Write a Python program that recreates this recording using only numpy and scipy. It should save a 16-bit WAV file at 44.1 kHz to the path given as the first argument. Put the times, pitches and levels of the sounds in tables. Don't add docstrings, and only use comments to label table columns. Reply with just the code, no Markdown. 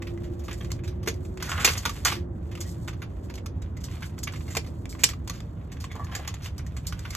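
import sys
import numpy as np
from scipy import signal
from scipy.fft import rfft, irfft, next_fast_len
from scipy.io import wavfile
from scipy.ndimage import uniform_filter1d, map_coordinates

SR = 44100
rng = np.random.default_rng(int(sys.argv[2]) if len(sys.argv) > 2 else 0)


def wav_out(sig):
    wavfile.write(sys.argv[1], SR, np.round(np.clip(np.atleast_2d(sig).T, -1, 1) * 32767).astype(np.int16))


N = 315756


def amp(db):
    return 10 ** (np.asarray(db) / 20)


def unit(x):
    return x / np.sqrt(np.mean(x ** 2) + 1e-20)


def along(points, hz):
    f, v = np.transpose(points)
    return np.interp(np.log(hz + 1), np.log(f + 1), v)


def curves(rows, outside=None):
    s, *cols = np.transpose(rows)
    return [np.interp(np.arange(N) / SR, s, c, outside, outside) for c in cols]


def wobble(rate):
    return map_coordinates(rng.standard_normal(int(N * rate / SR) + 4), [np.arange(N) * rate / SR])


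def filtered(x, response):
    m = next_fast_len(N + 8192)
    return irfft(rfft(x, m) * response(np.fft.rfftfreq(m, 1 / SR)), m)[..., :N]


def ringing(x, modes):
    def response(f):
        h = sum((-1) ** k * amp(db) * 1j * f * width / (hz * hz - f * f + 1j * f * width)
                for k, (hz, width, db) in enumerate(modes))
        return h / np.sqrt(np.mean(abs(h) ** 2))
    return filtered(x, response)


def note(hz, t60):
    t = np.arange(SR // 20) / SR
    ring = np.sin(2 * np.pi * hz * t) * amp(-60 * t / t60)
    return ring / np.linalg.norm(ring)


def gritty(count, per_s, spread_db, smooth):
    hits = (rng.random(count) < per_s / SR) * amp(spread_db * rng.standard_normal(count))
    fractures = unit(hits * np.sign(rng.standard_normal(count)))
    return unit(fractures + smooth * rng.standard_normal(count))


def shuffles(per_s, t60):
    starts = (rng.random(N) < per_s / SR) * amp(3 * rng.standard_normal(N))
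    t = np.arange(SR // 8) / SR
    contact = amp(-60 * t / t60) * (1 - np.exp(-t / 0.0017))
    return unit(1.5 + unit(signal.fftconvolve(starts, contact)[:N]))


# frequency in Hz, left-right correlation.
PORT_LIKENESS = [(60, 1), (130, 0.97), (290, 0.88), (640, 0.039), (1400, 0.096), (5000, 0.61)]
def far(spectrum):
    def colour(hz):
        turn = np.arccos(np.clip(along(PORT_LIKENESS, hz), -1, 1)) / 2
        return amp(along(spectrum, hz)) * [np.cos(turn), np.sin(turn)]
    mid, side = filtered(rng.standard_normal((2, N)), colour)
    return unit(np.array([mid + side, mid - side]))


# frequency in Hz, relative density in dB.
ROAD_RUMBLE = [(13, -63.5), (22, -38.5), (39, -11.5), (75, 0), (93, -1), (125, -8), (146, -11), (177, -9.5),
               (209, -27), (260, -24), (340, -28), (570, -120)]
ROAD_DRONE = [(120, -36), (200, -3), (387, -12.5), (620, -16.5), (689, -20), (760, -21.5), (1200, -43),
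              (1560, -72), (2640, -120)]
ROAD_HISS = [(600, 5), (1000, 10), (2000, -3.5), (4000, -56.5), (8000, -37.5), (14000, -31.5), (16500, -30)]
def traffic():
    fade_db_per_s = .5
    rumble = amp(-34.5 + 1.4 * wobble(4.22)) * far(ROAD_RUMBLE)
    drone = amp(-44.5 - fade_db_per_s * np.arange(N) / SR + wobble(3)) * far(ROAD_DRONE)
    hiss = amp(-57.5 + 0.33 * wobble(13)) * far(ROAD_HISS)
    return rumble + drone + hiss


# frequency in Hz, relative density in dB.
ENGINE_HUM = [(240, -30), (290, -7.5), (330, 19), (370, 5.5), (400, -59)]
# start and end in seconds, first and last pitch in Hz, level in dB, fade in dB/s.
ENGINE_RUNS = [(0, 1.454, 341.2, 370.9, -45.5, 1.5), (2.116, 2.963, 351, 338, -46, 15),
               (2.608, 3.495, 356, 380, -55, 0.5), (3.502, 4.499, 365, 335.5, -57.5, 3),
               (4.602, 5.35, 276.1, 246.7, -51, 3.5)]
def engine_whine():
    out = np.zeros((2, N))
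    t = np.arange(N) / SR
    hum = amp(-1.5) * far(ENGINE_HUM)
    for start, end, first_hz, last_hz, db, fade_db_per_s in ENGINE_RUNS:
        hz, = curves([(start, first_hz), (end, last_hz)])
        gate = uniform_filter1d(curves([(start, 1), (end, 1)], outside=0)[0], size=6000)
        phase = 2 * np.pi * np.cumsum(hz + 2.11 * wobble(15)) / SR
        tone = np.sqrt(2) * amp(3.3 * wobble(7.5)) * np.sin(phase + [[.6], [-.6]])
        orders = amp(-13.5) * (np.sin(3 / 2 * phase) + np.sin(7 / 4 * phase))
        out += gate * amp(db - fade_db_per_s * (t - start)) * (tone + orders + hum)
    return out


# centre in Hz, width in Hz, gain in dB.
SHELL_MODES = [(1200, 3300, 1), (2630, 1670, 6), (3657, 1100, -2.5)]
SPLINTER_MODES = [(4380, 1200, -2), (7640, 2770, 6.5), (9320, 7170, 1), (12410, 1300, 1),
                  (14300, 11000, -16)]
# time in seconds, level in dB, leaves over shells in dB.
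PAW_STIRS = [(0, -65, -3.5), (.34, -66, -3.5), (.64, -60.5, -1), (.84, -65, -10.5), (1.43, -70, 9),
             (1.6, -38.5, -6.5), (2.03, -52, -3), (2.19, -84.5, -5), (2.49, -66.5, -4), (2.67, -60, 2),
             (2.87, -69, 1.5), (3.77, -66, -9.5), (3.97, -53, 0), (4.23, -74.5, 5.5), (4.46, -61.5, 1.5),
             (4.69, -67, -0.5), (5.52, -68, -3), (5.9, -66, -4.5), (6.2, -46.5, -11.5), (6.5, -67, -6),
             (7.16, -53, -6)]
def rustle():
    rub_db, crisp_db = curves(PAW_STIRS)
    grains = gritty(N, per_s=1500, spread_db=5, smooth=0.65)
    rubbing = shuffles(per_s=60, t60=.05) * grains
    shells = amp(rub_db + 1.4 * wobble(50)) * ringing(rubbing, SHELL_MODES)
    leaf_level = amp(rub_db + crisp_db + 3.4 * wobble(17))
    leaves = leaf_level * ringing(shuffles(per_s=63, t60=0.088) * grains, SPLINTER_MODES)
    return shells + leaves


# centre in Hz, width in Hz, gain in dB.
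TRAY_MODES = [(300, 74, -0.5), (449, 33, 6.5), (578, 48, -1.5), (1030, 260, -5.5), (1350, 1000, -6),
              (1940, 2100, -9)]
# start and length in seconds, level in dB, low and high rim note in Hz.
TRAY_DRAGS = [(1.45, 0.037, -47, 1500, 1900), (1.483, 0.059, -37, 1410, 1690),
              (1.563, 0.028, -36, 1340, 1640), (1.613, .025, -38, 1490, 2130),
              (2.632, 0.022, -56, 1960, 3200), (5.889, 0.02, -49, 2200, 3460),
              (5.941, 0.017, -45, 840, 1030), (5.979, 0.056, -46.5, 1120, 1740),
              (6.078, 0.078, -53, 1040, 1840), (6.114, 0.089, -48.5, 770, 1740)]
def tray_drags():
    rise_s, fade_db_per_s = 0.024, 291
    out = np.zeros(N)
    t = np.arange(N) / SR
    slips = amp(2.5 * wobble(70)) * gritty(N, per_s=400, spread_db=4, smooth=0.45)
    grate = amp(-11.5) * ringing(slips, TRAY_MODES[3:])
    for start, length, db, low_hz, high_hz in TRAY_DRAGS:
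        at = slice(round(start * SR), round((start + .4) * SR))
        age = t[at] - start
        level = np.clip(age / rise_s, 0, 1) * amp(db - fade_db_per_s * np.maximum(age - length, 0))
        rim = note(low_hz, t60=.016) + amp(-5) * note(high_hz, t60=.016)
        out[at] += level * (grate[at] + signal.fftconvolve(slips[at], rim)[:len(level)])
    return out


# start in seconds, level in dB, strongest note in Hz.
TRAY_KNOCKS = [(1.074, -21, 386), (1.647, -23, 790), (1.678, -22.5, 588), (1.856, -26, 924),
               (2.054, -28, 730), (2.123, -35.5, 864), (4.567, -26.5, 694), (5.036, -32, 615),
               (5.962, -34.5, 973)]
def tray_knocks():
    shake, boom = np.zeros((2, N + SR))
    t = np.arange(SR // 4) / SR
    decay = amp(-60 * t / .05)
    for start, db, hz in TRAY_KNOCKS:
        at = slice(round(start * SR), round(start * SR) + len(t))
        shake[at] += amp(db - 4.5) * decay * rng.standard_normal(len(t))
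        chatter = amp(db - 8) * decay * rng.standard_normal(len(t))
        chatter[0] = amp(db + 16)
        boom[at] += signal.fftconvolve(chatter, note(hz, t60=0.03))[:len(t)]
    return ringing(shake[:N], TRAY_MODES) + boom[:N]


# start in seconds, hollow note in Hz,
# knock level in dB, splinter level in dB, decay time in seconds (limited below).
SHELL_CRACKS = [(0.0211, 2000, -37, -46, 0.036), (0.069, 2360, -42.5, -53, 0.11),
                (0.175, 2010, -47, -58, 0.023), (0.24, 2860, -48, -56, 0.092),
                (0.391, 3700, -55, -56.5, 0.11), (0.4354, 1180, -58, -53, 0.18),
                (0.481, 1240, -37, -54, 0.11), (0.5099, 2320, -36, -47.5, 0.066),
                (0.528, 1960, -45, -46, 0.079), (0.6075, 3240, -38.5, -57, 0.078),
                (0.6445, 1130, -45, -51.5, 0.075), (0.703, 2070, -47, -54, 0.088),
                (0.7166, 1130, -37, -34.5, 0.027), (0.789, 2000, -50, -70, 0.056),
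                (0.8355, 2170, -46.5, -54, 0.13), (0.8752, 3980, -42, -47.5, 0.1),
                (1.0284, 1140, -46, -48.5, 0.059), (1.058, 2130, -46.5, -50.5, 0.16),
                (1.074, 2000, -24.5, -28.5, 0.072), (1.14, 2000, -55, -48.5, 0.027),
                (1.25, 2260, -49, -51.5, 0.039), (1.373, 880, -39, -49.5, 0.025),
                (1.3987, 860, -40, -53.5, 0.26), (1.4243, 1490, -32, -33.5, 0.042),
                (1.439, 1900, -40.5, -45, 0.49), (1.4898, 1450, -36.5, -41.5, 0.24),
                (1.516, 1460, -27.5, -43.5, 0.061), (1.5767, 1360, -30, -51, 0.059),
                (1.5955, 1500, -31, -40, 0.33), (1.6458, 2440, -14, -15, 0.08),
                (1.6737, 2660, -21, -30, 0.15), (1.734, 2860, -33, -34.5, 0.034),
                (1.7767, 2610, -55, -35, 0.079), (1.852, 1420, -24, -29, 0.08),
                (1.8927, 1190, -34, -37, 0.051), (2.0487, 1520, -29, -21.5, 0.1),
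                (2.054, 1470, -18.5, -28, 0.2), (2.1187, 1170, -30.5, -39, 0.16),
                (2.512, 1020, -45.5, -56.5, 0.16), (2.5514, 2700, -36, -45.5, 0.034),
                (2.5745, 1273, -40.5, -54, 0.04), (2.604, 3710, -40.5, -37, 0.087),
                (2.614, 3000, -48, -43, 0.047), (2.691, 2500, -60, -45, 0.027),
                (2.8765, 1420, -35, -45, 0.084), (2.9296, 1345, -45.5, -57, 0.069),
                (3.0179, 1370, -36, -48, 0.076), (3.297, 960, -43, -52, 0.066),
                (3.3394, 920, -46.5, -50, 0.046), (3.3532, 2820, -45, -44.5, 0.04),
                (3.376, 940, -41.5, -53, 0.055), (3.46, 1340, -37.5, -40.5, 0.036),
                (3.618, 3900, -51, -55.5, 0.069), (3.767, 2040, -53.5, -54, 0.062),
                (3.805, 970, -60, -53.5, 0.091), (3.8366, 2750, -44.5, -41, 0.094),
                (3.883, 1020, -44.5, -73, 0.049), (3.912, 1980, -53, -52, 0.05),
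                (4.0216, 1540, -37, -50, 0.12), (4.1789, 1510, -41, -50, 0.032),
                (4.187, 2500, -53, -45, 0.055), (4.23, 2290, -40, -38, 0.039),
                (4.235, 2260, -47, -29.5, 0.033), (4.2709, 2100, -31, -47.5, 0.077),
                (4.322, 1500, -49, -50, 0.043), (4.335, 1180, -37.5, -48.5, 0.064),
                (4.356, 2110, -45, -52, 0.1), (4.406, 1040, -45, -58, 0.068),
                (4.4788, 2150, -44.5, -54.5, 0.065), (4.5004, 1950, -45.5, -48, 0.24),
                (4.55, 1050, -31, -36, 0.055), (4.5682, 2430, -22, -23, 0.031),
                (4.643, 2060, -46.5, -52, 0.034), (4.663, 1170, -47, -51, 0.08),
                (4.8556, 2300, -36, -45, 0.0088), (4.8916, 1040, -79, -46.5, 0.21),
                (4.9262, 2230, -41, -45.5, 0.018), (4.95, 1110, -39.5, -59.5, 0.021),
                (4.988, 2150, -45, -49.5, 0.53), (5.036, 2400, -16, -14, 0.015),
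                (5.039, 2370, -21, -11.5, 0.031), (5.0871, 3540, -29, -33.5, 0.077),
                (5.1328, 1280, -43, -53.5, 0.047), (5.275, 1030, -36, -37.5, 0.035),
                (5.2957, 1190, -31.5, -34.5, 0.039), (5.33, 1480, -48.5, -52.5, 0.29),
                (5.403, 1230, -44, -51.5, 0.022), (5.7172, 2110, -46.5, -48.5, 0.083),
                (5.765, 1760, -49.5, -63, 0.075), (5.8001, 3480, -47, -46.5, 0.14),
                (5.841, 1080, -34.5, -45.5, 0.046), (5.9158, 2110, -49, -52.5, 0.084),
                (5.953, 1600, -67, -50, 0.03), (6.0428, 1130, -65, -48, 0.04),
                (6.113, 3050, -40.5, -56, 0.38), (6.1494, 1740, -33.5, -35.5, 0.081),
                (6.275, 1180, -31, -35, 0.052), (6.3403, 970, -38.5, -44.5, 0.044),
                (6.4188, 4200, -47, -50, 0.2), (6.4432, 880, -43.5, -45.5, 0.08),
                (6.455, 2750, -37.5, -46, 0.11), (6.5806, 1210, -48, -41.5, 0.05),
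                (6.593, 1470, -41, -58, 0.039), (6.664, 1880, -48.5, -48, 0.045),
                (6.765, 1380, -42.5, -48.5, 0.091), (6.8671, 3350, -47, -34.5, 0.093),
                (6.9233, 1470, -35, -42, 0.047), (6.991, 1980, -45.5, -43.5, 0.039),
                (7.051, 1470, -33.5, -50, 0.051), (7.105, 2130, -42.5, -35.5, 0.034),
                (7.1267, 2010, -42.5, -50, 0.32), (7.15, 1330, -25, -31, 0.021)]
def shell_cracks():
    knock, hollow, splinter = np.zeros((3, N + SR))
    t = np.arange(SR // 4) / SR
    for start, hz, knock_db, splinter_db, t60 in SHELL_CRACKS:
        at = slice(round(start * SR), round(start * SR) + len(t))
        t60 = np.clip(t60, .012, .3)
        snap = 1.3 * amp(-60 * t / (.15 * t60))
        burst = amp(-60 * np.maximum(t - 0.086 * t60, 0) / t60)
        settling = amp(-24 - 60 * t / .15)
        attack = 1 - np.exp(-t / (0.018 * t60))
        force = (snap + burst + settling) * attack * gritty(len(t), per_s=1400, spread_db=3, smooth=0.6)
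        force[3] += 1.8
        knock[at] += amp(knock_db - 4) * force
        bands_hz = np.exp(rng.uniform(np.log(5800), np.log(8200), size=2))
        fragment = sum(note(band_hz, t60=.0025) for band_hz in bands_hz)
        fragment_ring = amp(-13.5) * signal.fftconvolve(force, fragment)[:len(t)]
        splinter[at] += amp(splinter_db) * (force + fragment_ring)
        opening = force * amp(-60 * t / 0.083)
        cavity = note(hz, t60=.01 * rng.uniform(1, 2.3))
        hollow[at] += amp(knock_db - 3.5) * signal.fftconvolve(opening, cavity)[:len(t)]
    low_cut_hz = 680
    thin = lambda f: (1j * f / (low_cut_hz + 1j * f)) ** 2
    shells = ringing(knock[:N], SHELL_MODES) + hollow[:N]
    splinters = filtered(ringing(splinter[:N], SPLINTER_MODES), thin)
    return filtered(shells + splinters, thin)


def scene():
    near = shell_cracks() + tray_knocks() + rustle() + tray_drags()
    t = np.arange(SR // 10) / SR
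    tail = uniform_filter1d(rng.standard_normal((2, len(t))), size=3) * amp(-60 * t / 0.13)
    scatter = signal.fftconvolve(near[None], tail / np.linalg.norm(tail[0]), axes=1)[:, :N]
    return near + amp(-9.5) * scatter + traffic() + engine_whine()


# frequency in Hz, gain in dB.
TREBLE_ROLLOFF = [(14000, 0), (15500, -4), (15900, -9), (16300, -24)]
# frequency in Hz, left minus right in dB.
PORT_BALANCE = [(60, -1.3), (380, -1.9), (800, -.3), (2400, -1.2), (8000, -0.6)]
# frequency in Hz, left port's lead in radians.
PORT_LEAD = [(0, 0), (150, .07), (1400, -.15), (2300, 1), (3500, .1), (4200, 2), (6500, 6.1), (7800, 6.6),
             (9300, 9.25), (10300, 9.6), (11800, 12.5), (13400, 13), (14200, 15.4), (16200, 15.8)]
def record(dry):
    ceiling, top_hz = .9, 16634
    side = np.array([[.5], [-.5]])
    def response(hz):
        gain = amp(along(TREBLE_ROLLOFF, hz) + side * along(PORT_BALANCE, hz))
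        lead = np.interp(hz, *np.transpose(PORT_LEAD))
        return gain * np.exp(1j * side * lead)
    ports = filtered(dry, response)
    rounded = ports / (1 + abs(ports / ceiling) ** 4) ** .25
    return filtered(rounded, lambda hz: hz < top_hz)


dry = scene()
out = record(dry)
wav_out(out)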